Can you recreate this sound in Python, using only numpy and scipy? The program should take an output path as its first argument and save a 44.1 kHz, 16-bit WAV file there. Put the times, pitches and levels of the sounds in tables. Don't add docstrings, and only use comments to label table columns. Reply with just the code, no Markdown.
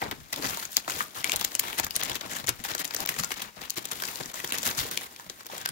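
import sys
import numpy as np
from scipy import signal
from scipy.fft import rfft, irfft
from scipy.io import wavfile
from scipy.ndimage import minimum_filter1d

SR = 44100
rng = np.random.default_rng(int(sys.argv[2]) if len(sys.argv) > 2 else 0)


def store_wav(level_fs):
    pcm = np.round(np.clip(np.atleast_2d(level_fs), -1, 1) * 32767)
    wavfile.write(sys.argv[1], SR, pcm.T.astype(np.int16))


def gain_from_decibels(decibels):
    exponent = np.asarray(decibels, float) / 20
    return 10 ** exponent


N = 251811

BANDS_HZ = 32 * 2 ** np.arange(0, 9.1, .5)
CENTRES_HZ = np.sqrt(BANDS_HZ[1:] * BANDS_HZ[:-1])[:, None]
STEP = 8
T = np.arange(N // STEP + 1) * STEP / SR
SECONDS = np.arange(N) / SR
BOOM_DB = 10

# (time [s], level change [dB])
DIPS = [(.762, 1), (1.233, -22), (1.343, -10), (1.422, 4), (1.576, -5), (1.837, -3), (1.892, -17),
        (1.949, -6), (2.021, -24), (2.205, -11), (2.46, -19), (2.628, -3), (2.739, -5), (2.834, -13),
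        (2.9, -6), (2.918, -7), (2.956, -10), (3.047, -30), (3.068, -56), (3.391, -14), (3.411, -9),
        (3.689, 6), (3.753, -14), (3.838, -14), (3.868, -12), (3.9, -4), (3.934, 4), (4.329, -24),
        (4.518, -34), (4.571, -7), (4.902, -13), (5.154, -7), (5.287, -9), (5.443, -12), (5.648, -10),
        (5.668, -23)]


def at_hz(points, hz):
    point_hz, value = np.transpose(points)
    return np.interp(np.log(hz), np.log(point_hz), value)


def below(corner_hz):
    return 1 / (1 + (CENTRES_HZ / corner_hz) ** 4)


def band(k, x):
    sos = signal.butter(2, BANDS_HZ[k:k + 2], "band", fs=SR, output="sos")
    return signal.sosfilt(sos, x)


def around(s, before, after):
    middle = round(s * SR / STEP)
    near = slice(max(middle - before, 0), middle + after)
    return near, 1000 * (T[near] - s)


def drift(rate_hz):
    r = np.exp(-2 * np.pi * rate_hz * STEP / SR)
    white = rng.standard_normal(len(T) + 4000)
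    slow = signal.lfilter([1], [1, -2 * r, r * r], white)[4000:]
    return slow / slow.std()


def slips(gain_db, scatter_db):
    # (time [s], level [dB])
    effort = [(0, -49), (.27, -54.5), (.48, -35), (.76, -56), (.96, -37.5), (1.11, -52.5), (1.3, -42),
              (1.9, -46.5), (2.56, -50), (3.1, -40), (3.53, -56.5), (3.84, -46), (4.06, -40.5), (4.32, -47),
              (4.64, -39), (4.96, -41), (5.1, -49.5), (5.44, -52.5)]
    # (time [s], peak [dB], rise [ms], fall [ms], boom [dB])
    roll_out = [(.024, -29, 7.8, 12.3, -4.5), (.052, -38, 5.1, 21, 0), (.115, -31, 2.5, 6.4, -4.5),
                (.329, -29, 2.7, 8.3, -11), (.367, -44, 5.3, 97, 2), (.45, -29, 23.5, 5.9, -5.5),
                (.65, -43, 150, 6.2, -23), (.745, -45, 28, 39, -22.5), (.774, -32.5, 7.8, 6.6, -12),
                (.88, -33, 0.98, 7.1, -15), (.902, -31, 3.1, 16, -14), (1.011, -36, 26, 12, -20),
                (1.179, -37.5, 24.5, 40, -10.5), (1.247, -32.5, 3.9, 16, -8), (1.337, -28, 6.8, 7.1, -7.5),
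                (1.362, -36, 4.9, 14, -8), (1.415, -31, 5.7, 2.9, -10), (1.447, -23.5, 3.3, 3.4, -15.5),
                (1.556, -67, 3.8, 4.1, -28), (1.5955, -27, 1.8, 2.6, -27.5), (1.685, -35, 56, 33, -9.5)]
    pick_at_fold = [(1.796, -23.5, 14, 3.7, -10.5), (1.84, -27, 6.6, 2.1, -14),
                    (1.959, -31.5, 10.6, 10.4, -14), (2.031, -29.5, 27.5, 7.5, -12),
                    (2.118, -33.5, 47, 11, -6.5), (2.16, -29.5, 9.3, 4.7, -12.5),
                    (2.211, -32.5, 5.1, 2.6, -13), (2.249, -40.5, 17, 12.5, -1), (2.321, -33, 17, 18, -14),
                    (2.365, -31.5, 12, 8.8, -14), (2.398, -35.5, 5.5, 6.4, -9),
                    (2.495, -23.5, 11.8, 4.1, -12.5), (2.653, -28.5, 10, 9.1, -14.5),
                    (2.704, -32.5, 19, 24, -12), (2.801, -28.5, 10, 11.2, -16),
                    (2.847, -34, 4.5, 3.5, -8.5), (3, -36, 9.3, 44, -5), (3.092, -25, 2.4, 2.8, -20.5),
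                    (3.196, -29.5, 11.5, 9.3, -12), (3.242, -35.5, 14, 5.3, -15),
                    (3.316, -32, 2.6, 6.9, -13), (3.399, -35, 25, 11, -11.5),
                    (3.424, -32.5, 7.3, 7.1, -12.5), (3.44, -41.5, 3.7, 26, -8.5)]
    pull_open = [(3.575, -43, 9, 17, -4.5), (3.614, -34, 3.2, 3.8, -7), (3.64, -39.5, 12, 17, -11.5),
                 (3.778, -29.5, 12, 7.1, -11.5), (3.852, -38.5, 19, 2.9, -10.5),
                 (3.914, -30, 3.4, 8.3, -10.5), (4.053, -53, 16, 3.4, 6), (4.207, -31.5, 5.9, 3.1, -4.5),
                 (4.345, -38, 6.7, 63, -13.5), (4.445, -29.5, 5, 1.1, -9), (4.529, -29.5, 13.5, 25, -13.5),
                 (4.659, -27, 12, 26, -14), (4.788, -26, 10.3, 20, -16), (4.919, -32, 5.6, 9.5, -15),
                 (5.015, -39.5, 6.4, 19, -15), (5.409, -46.5, 6, 3, -12), (5.63, -41, 35, 120, -12.5),
                 (5.466, -47, 3.3, 5, -4), (5.561, -37.5, 42, 17, -9), (5.658, -30, 7.7, 7.5, -14)]
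    low, top = below(1250.0), 1 - below(5000.0)

    s, effort_db = np.transpose(effort)
    rustle_db = np.interp(T, s, effort_db)
    rustle_boom_db = rustle_db + 45.0 - 53.5
    gentle_db = 0.082 * (rustle_db + 49.5)
    power = gain_from_decibels(low * (rustle_boom_db + BOOM_DB) + (1 - low) * rustle_db + top * gentle_db) ** 2

    rows = roll_out + pick_at_fold + pull_open
    chance = rng.standard_normal((len(rows), len(low), 1))
    for (s, db, rise_ms, fall_ms, boom_db), luck in zip(rows, chance):
        near, ms = around(s, 400, 400)
        bright_db = -2.5 - 0.81 * (boom_db + 12.5)
        colour_db = low * (boom_db + BOOM_DB) + top * bright_db
        reach = np.where(ms < 0, (ms / rise_ms) ** 4, (ms / fall_ms) ** 2)
        power[:, near] += gain_from_decibels(db + gain_db + colour_db + scatter_db * luck) ** 2 * np.exp(-.5 * reach)
    return power


def grain(per_s, size_db, clump_db, grain_ms, smooth, spread_octaves):
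    clumps = gain_from_decibels(clump_db * drift(36.0))
    born = rng.random(len(T)) < per_s * clumps * STEP / SR
    size = born * gain_from_decibels(2 * size_db * np.minimum(rng.exponential(1, len(T)), 3.))
    pitch = rng.uniform(7.41, 17.81, len(T))
    distance = (np.log2(CENTRES_HZ) - pitch) / spread_octaves
    kicks = size * (0.082 + np.exp(-distance ** 2))
    fade = np.exp(-1000 * STEP / (grain_ms * SR))
    grains = signal.lfilter([1], [1, -fade], kicks)
    grains = grains / grains.mean(axis=1)[:, None]
    return (1 - smooth) * grains + smooth * clumps / clumps.mean()


def creases():
    # (time [s], peak [dB], brightest pitch [Hz], boom [dB])
    roll_out = [(0.1122, -19, 2220, -10), (.3311, -15.5, 7100, -55), (0.3606, -20, 3550, -32),
                (.4635, -15.5, 5860, -46), (.49, -44, 5000, -25.5), (.533, -32, 1550, 4),
                (.5719, -24.5, 924, -5), (.625, -40, 1080, 7.5), (0.6526, -22, 7000, -23),
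                (0.7678, -7.5, 4630, -24), (0.8779, -32.5, 5450, 10.5), (.8978, -21, 1460, -8),
                (1.186, -28, 2880, -37), (1.2433, -10, 2290, -20), (1.2952, -16, 4830, -8),
                (1.3187, -10.5, 2800, -25), (1.3322, -21, 6600, -14), (1.3372, -18, 2750, -11),
                (1.3602, -13, 4100, -34), (1.3649, -18, 7300, -33), (1.3965, -23, 4050, -31),
                (1.4114, -12.5, 3920, -22), (1.4265, -22, 3650, -30), (1.4482, -10.5, 6400, -37),
                (1.518, -26, 4200, -10.5), (1.5511, -13.5, 2930, -18), (1.5595, -33, 4130, -36),
                (1.5955, -16.5, 5060, -22), (1.729, -25, 3140, -8)]
    pick_loose = [(1.7981, -8.5, 7500, -30), (1.8458, -12.5, 7950, -42), (1.866, -21.5, 6500, -9.5),
                  (1.908, -18.5, 2900, -39), (1.955, -18, 6000, -37), (1.963, -9.5, 6060, -45),
                  (2.011, -36.5, 2800, 5), (2.0345, -12, 6550, -46), (2.0496, -18, 7060, -18),
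                  (2.1543, -17, 6800, -19), (2.471, -18, 6060, -29), (2.491, -8, 6440, -15),
                  (2.7496, -14.5, 7300, -10), (2.78, -23, 7150, -22), (2.8006, -35, 4400, -14),
                  (2.8516, -17, 7100, -30), (2.877, -23.5, 6980, -48), (2.908, -23.5, 2510, -11.5),
                  (2.9464, -16.5, 7600, -14), (2.964, -20.5, 5850, -11), (3.0035, -18, 4760, -25),
                  (3.06, -15.5, 8500, -8.5), (3.074, -20, 5350, -26), (3.0908, -22, 5430, -35),
                  (3.1881, -16.5, 7490, -23), (3.1998, -18, 4700, -32), (3.2352, -17, 1390, -13.5),
                  (3.245, -18, 7000, -14), (3.306, -25, 4050, -5), (3.4014, -27, 2020, -32),
                  (3.4193, -21, 3340, -25)]
    pull_open = [(3.698, -20, 7000, -40), (3.7038, -13, 7800, -48), (3.758, -34, 4390, -15),
                 (3.774, -20.5, 2300, -28), (3.854, -16.5, 6900, -19), (3.919, -16, 7000, -40),
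                 (4.0216, -18, 1555, -29), (4.036, -18, 4500, -10), (4.053, -23, 4570, -28),
                 (4.157, -21, 5640, -44), (4.171, -27, 6200, -20), (4.21, -26, 7000, -19),
                 (4.258, -28.5, 6340, -13), (4.447, -25, 6600, -35), (4.4752, -21.5, 7150, -41),
                 (4.5218, -13, 2710, -21), (4.5838, -15, 6700, -30), (4.63, -17.5, 6800, -12),
                 (4.6657, -15.5, 5270, -17), (4.673, -21, 4760, -12), (4.783, -25, 8100, -14),
                 (4.9122, -19.5, 7400, -30), (4.974, -12, 4930, -18), (5.162, -31, 2460, -34),
                 (5.298, -21, 6160, -15), (5.458, -31.5, 6400, -10.5), (5.4657, -27, 4600, -19),
                 (5.5798, -22, 3220, -21), (5.6596, -29, 7400, -41), (5.689, -17.5, 5170, -15.5)]
    # (time [s], peak [dB], brightest pitch [Hz], boom [dB])
    small_ticks = [(0.0174, -23, 2080, -4), (0.3273, -11, 2020, -23), (0.422, -18, 2400, -20),
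                   (0.447, -18, 1970, -20), (0.4535, -11.5, 7010, -24), (0.7751, -19.5, 2480, -4.5),
                   (0.9043, -14, 2840, -28), (0.966, -25, 4030, -28), (0.9876, -15, 6610, -29),
                   (1.0048, -20, 2300, 2), (1.157, -40, 2230, -20), (1.204, -27, 3040, -20),
                   (1.228, -16, 2070, -25), (1.6802, -16.5, 2290, -9), (1.7897, -15, 6600, -24),
                   (1.831, -23, 2660, -4.5), (2.0852, -22, 2450, -20), (2.0954, -13.5, 2980, -17),
                   (2.1146, -18, 1630, -14), (2.213, -25, 3150, -11), (2.2358, -37, 1340, -20),
                   (2.26, -27, 1930, -19), (2.297, -29, 2930, -14), (2.3107, -24, 2400, -22),
                   (2.3491, -28, 6990, -22), (2.365, -16.5, 1730, -32), (2.4402, -26, 3740, 0.5),
                   (2.592, -34, 2780, -10), (2.599, -30, 4050, -8), (2.638, -15.5, 7200, -19),
                   (2.687, -19, 2670, -27), (2.8147, -18, 1880, -25), (2.844, -15, 4550, -20),
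                   (2.937, -18.5, 7000, -22),
                   (3.121, -23, 1890, -17), (3.1625, -21.5, 2330, -5.5), (3.3161, -14.5, 2190, -8),
                  (3.3728, -24, 2280, -20), (3.5748, -49, 1230, -20), (3.6134, -42, 1000, -20),
                  (3.6343, -27, 2320, -9), (3.9133, -11, 7070, -27), (3.9474, -30, 3070, -18),
                  (3.9833, -37, 4500, -20), (3.999, -22, 3730, -12), (4.0504, -24, 4700, -20),
                  (4.0761, -23, 5940, -16), (4.0838, -22.5, 2640, -5), (4.1135, -36, 6500, -23),
                  (4.205, -24, 2300, -15), (4.2333, -25.5, 4670, -20), (4.298, -28, 2400, -5),
                  (4.34, -19, 7050, -10.5), (4.399, -20.5, 1980, -11), (4.4434, -12, 3300, -15),
                  (4.5025, -24, 2700, -12), (4.5412, -15, 1900, -24), (4.6534, -15, 6230, -25),
                  (4.71, -17, 3990, -20), (4.777, -17, 4250, -20), (4.7945, -22, 1600, -25),
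                  (4.7984, -16, 2070, -27), (5.015, -28, 2000, -4), (5.0374, -28, 2200, -20),
                  (5.2627, -34, 2140, -6), (5.4054, -31.5, 1090, -4), (5.613, -22.5, 3430, -21),
                  (5.6577, -7, 1550, -18)]
    # (time [s], peak [dB], brightest pitch [Hz])
    faint_ticks = [(.2962, -52, 2040), (0.546, -32, 3530), (0.5973, -33, 4400), (0.936, -41, 2460),
                   (1.1074, -46, 2300), (1.274, -34, 2850), (1.3925, -35, 3730), (2.0564, -30.5, 2190),
                   (2.1448, -35, 1890), (2.3864, -33.5, 4180), (2.399, -35.5, 3870), (2.466, -35, 6900),
                   (2.716, -31, 3200), (2.7366, -29, 3950), (3.1, -30.5, 1940), (3.141, -32, 1910),
                   (3.34, -37, 1830), (3.3933, -35, 2240), (3.65, -40, 1780), (4.2287, -38, 4700),
                   (4.356, -34, 6800), (4.374, -38, 1960), (4.569, -30, 2470), (4.635, -29, 5040),
                   (4.7895, -21.5, 4300), (5.064, -43, 2060), (5.1966, -43, 1730), (5.565, -36, 4350)]
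    ticks = [(s + 0.00107, db - 5.5, hz, boom_db) for s, db, hz, boom_db in small_ticks]
    faint = [(s, db + 8, hz, -22) for s, db, hz in faint_ticks]
    return roll_out + pick_loose + pull_open + ticks + faint


def snaps(gain_db, spot_db, spot_octaves, scatter_db):
    rows = creases()
    power = np.zeros((len(CENTRES_HZ), len(T)))
    chance = rng.standard_normal((len(rows), len(CENTRES_HZ), 1))
    low, top, highest = below(2330.0), 1 - below(7300.0), 1 - below(18000.0)
    for (s, db, hz, boom_db), luck in zip(rows, chance):
        width = 2 ** ((boom_db + 20.5) / 68 - (db + 26.0) / 26.5)
        rise_ms, fall_ms = max(.15 * width, .1), max(1.32 * width, .1)
        near, ms = around(s, 60, 200)
        shape = np.exp(np.where(ms < 0, ms / rise_ms, -ms / fall_ms))
        colour_db = spot_db * np.exp(-(np.log2(CENTRES_HZ / hz) / spot_octaves) ** 2) + 0.62 * highest
        colour_db = colour_db + 0.23 * (db + 15.0) * top
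        colour_db = colour_db + low * (boom_db + BOOM_DB)
        power[:, near] += gain_from_decibels(db + gain_db + colour_db + scatter_db * luck) ** 2 * shape
    return power * (1 - below(400.0))


def rings(gain_db, cycles, knock_cycles, crack_db, crack_cycles, crack_ratio):
    # (time [s], peak [dB], pitch [Hz])
    knocks = [(.024, -15.5, 825), (.06, -27, 430), (.028, -20, 2000), (.056, -29, 2100), (0.397, -29, 290),
              (0.446, -25, 266), (0.529, -35, 424), (0.946, -35, 330), (1.34, -18.5, 760), (1.85, -43, 139),
              (2.11, -41, 194), (2.488, -25, 290), (3.206, -29, 185), (0.967, -32, 443),
              (2.437, -34.5, 138), (2.603, -36, 229), (4.258, -37, 250), (4.826, -37, 270),
              (3.78, -29, 320), (4.204, -37, 250), (4.665, -28, 251), (4.852, -27, 453), (5.197, -31, 970),
              (5.499, -29, 870), (5.534, -28.5, 560), (5.571, -32.5, 740)]
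    rows = creases()
    struck = [(s, db + gain_db, hz, cycles) for s, db, hz, boom_db in rows]
    cracked = [(s, db + crack_db, hz * crack_ratio, crack_cycles) for s, db, hz, boom_db in rows]
    knocked = [(s, db, hz, knock_cycles) for s, db, hz in knocks]
    out, t = np.zeros(N + 2048), np.arange(2048) / SR
    for s, db, hz, turns in struck + cracked + knocked:
        i = round(s * SR)
        swell = (1 - np.exp(-t * hz / 0.31)) * np.exp(-t * hz / turns)
        out[i:i + len(t)] += gain_from_decibels(db) * swell * np.sin(2 * np.pi * hz * t)
    return out[:N]


def bumps(gain_db, swell_ms, corner_hz):
    # (time [s], peak [dB])
    contacts = [(0.095, -46), (.17, -38), (0.428, -37), (.49, -46), (.94, -44), (1.313, -36.5),
                (1.826, -42), (1.97, -58), (2.08, -38), (2.4, -43), (2.47, -34.5), (2.584, -45),
                (3.171, -40), (3.9, -50), (4.64, -39), (4.769, -32), (5.252, -46.5), (5.62, -41.5),
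                (5.689, -40)]
    push = 0
    for s, db in contacts:
        age = np.maximum(T - s, 0) * 1000 / swell_ms
        push = push + gain_from_decibels(db + gain_db) ** 2 * age * np.exp(1 - age)
    return below(corner_hz) ** 2 * push


def sheet(power):
    # (frequency [Hz], level [dB])
    radiation = [(50, -7), (120, 0), (260, 1), (600, -1.5), (15000, -1)]
    # (frequency [Hz], share [0-1])
    likeness = [(60, 0.45), (300, 0.99), (700, 0.43), (1500, 0.61), (2500, 0.48), (4000, 0.0071)]
    white, out = rng.standard_normal((2, 3, N)), 0
    for k, (hz,) in enumerate(CENTRES_HZ):
        alike = np.clip(at_hz(likeness, hz), 0, 1)
        shared, own = white[k % 2, 0], white[k % 2, 1:]
        strength = np.interp(SECONDS, T, np.sqrt(power[k]) * gain_from_decibels(7 + at_hz(radiation, hz)))
        out = out + band(k, strength * (np.sqrt(alike) * shared + np.sqrt(1 - alike) * own))
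    return out


def pushes(width_ms):
    # (time [s], peak [dB])
    shifts = [
        (1.849, -36),
        (1.968, -40),
        (2.126, -48),
        (2.595, -39),
        (3.016, -44),
        (3.194, -37),
        (4.29, -48),
        (4.791, -37),
    ]
    return sum(gain_from_decibels(db) * np.exp(-(1000 * (SECONDS - s) / width_ms) ** 2) for s, db in shifts)


def room(x):
    # (frequency [Hz], time [s])
    decay = [(100, 0.41), (500, 0.21), (2500, 0.18), (12000, 0.052)]
    t = np.arange(SR // 3) / SR
    white = rng.standard_normal((2, 2, len(t))) * (t > .004)
    tail = 0
    for k, hz in enumerate(CENTRES_HZ):
        tail = tail + band(k, white[k % 2]) * gain_from_decibels(-60 * t / at_hz(decay, hz))
    tail = tail / np.sqrt(np.sum(tail ** 2) / 2)
    return signal.fftconvolve(x, tail, axes=1)[:, :N]


def scene():
    # (time [s], left over right [dB])
    hand_place = [
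        (0, 0.5),
        (2.2, 1.5),
        (2.8, 2),
        (4.2, 1.5),
        (5.1, -2),
        (5.7, 0),
    ]
    sliding = slips(gain_db=-1.95, scatter_db=1.5)
    crackle = grain(per_s=400., size_db=1.8, clump_db=1.9, grain_ms=1.2, smooth=.4, spread_octaves=.4)
    hiss = np.minimum(sliding, gain_from_decibels(-60.) ** 2)
    power = hiss + (sliding - hiss) * crackle
    power = power + snaps(gain_db=-6.0, spot_db=3.0, spot_octaves=0.41, scatter_db=4.0)
    power = power + bumps(gain_db=12.5, swell_ms=8.5, corner_hz=180.0)
    near = sheet(power) + pushes(width_ms=1.7)
    near = near + rings(gain_db=-8.0, cycles=7.6, knock_cycles=2.2,
                        crack_db=-2.5, crack_cycles=0.93, crack_ratio=1.7)
    near[1] = np.roll(near[1], 16)
    pan_db = np.interp(SECONDS, *np.transpose(hand_place))
    near = near * gain_from_decibels(np.array([pan_db / 2, -pan_db / 2]))
    return near + gain_from_decibels(-15) * room(near)


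def causal(points):
    cepstrum = irfft(np.log(gain_from_decibels(at_hz(points, np.arange(1025) * SR / 2048 + 1))))
    cepstrum[1:1024] *= 2
    cepstrum[1025:] = 0
    return irfft(np.exp(rfft(cepstrum)))[:512]


def patches(x, share, reach_ms, from_hz):
    hz, s, tiles = signal.stft(x, SR, nperseg=256)
    treble = hz[:, None] > from_hz
    power = np.sum(np.abs(tiles) ** 2 * treble, axis=(0, 1))
    quiet = power < -minimum_filter1d(-power, 15) / 5
    odds = share * quiet * sum(np.exp(-(1000 * (s - dip) / reach_ms) ** 2) for dip, db in DIPS)
    lost = np.repeat(rng.random((17, len(s))) < odds, 8, axis=0)[:len(hz)] & treble
    lost[:, 1:] |= lost[:, :-1] & quiet[1:]
    return signal.istft(tiles * ~lost, SR, nperseg=256)[1][:, :N]


def hush(x, bass_share, dip_ms):
    dip_db = 0
    for s, db in DIPS:
        steepness = np.where(T < s, 2, 6)
        dip_db = dip_db + db * np.exp(-(2000 * (T - s) / dip_ms) ** steepness)
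    bass_gain = np.interp(SECONDS, T, gain_from_decibels(bass_share * dip_db))
    treble_gain = np.interp(SECONDS, T, gain_from_decibels(dip_db))
    bass = signal.sosfiltfilt(signal.butter(2, 4500, fs=SR, output="sos"), x)
    return bass_gain * bass + treble_gain * (x - bass)


def low_pass(x):
    return signal.sosfilt(signal.butter(12, 17140, fs=SR, output="sos"), x)


def record(dry):
    # (frequency [Hz], level [dB])
    left_port = [(500, 0), (800, 2.5), (5000, 0.5), (7300, 1.5), (8500, -6.5), (10500, -7), (12000, -3.5),
                 (15500, -4)]
    right_port = [(500, -3.5), (1800, 3), (2650, -9), (3700, -1), (5400, -13.5), (7800, -12.5),
                  (9200, -3.5), (10300, -8.5), (12000, -3), (14000, -10.5), (15500, -1.5)]
    ports = signal.fftconvolve(dry, [causal(left_port), causal(right_port)], axes=1)[:, :N]
    cut = signal.sosfilt(signal.cheby2(14, 48, 16250, fs=SR, output="sos"), ports)
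    holed = patches(cut, share=.27, reach_ms=12., from_hz=7500.)
    mix = hush(holed, bass_share=0.45, dip_ms=7.9)
    return low_pass(mix)


dry = scene()
out = record(dry)
store_wav(out)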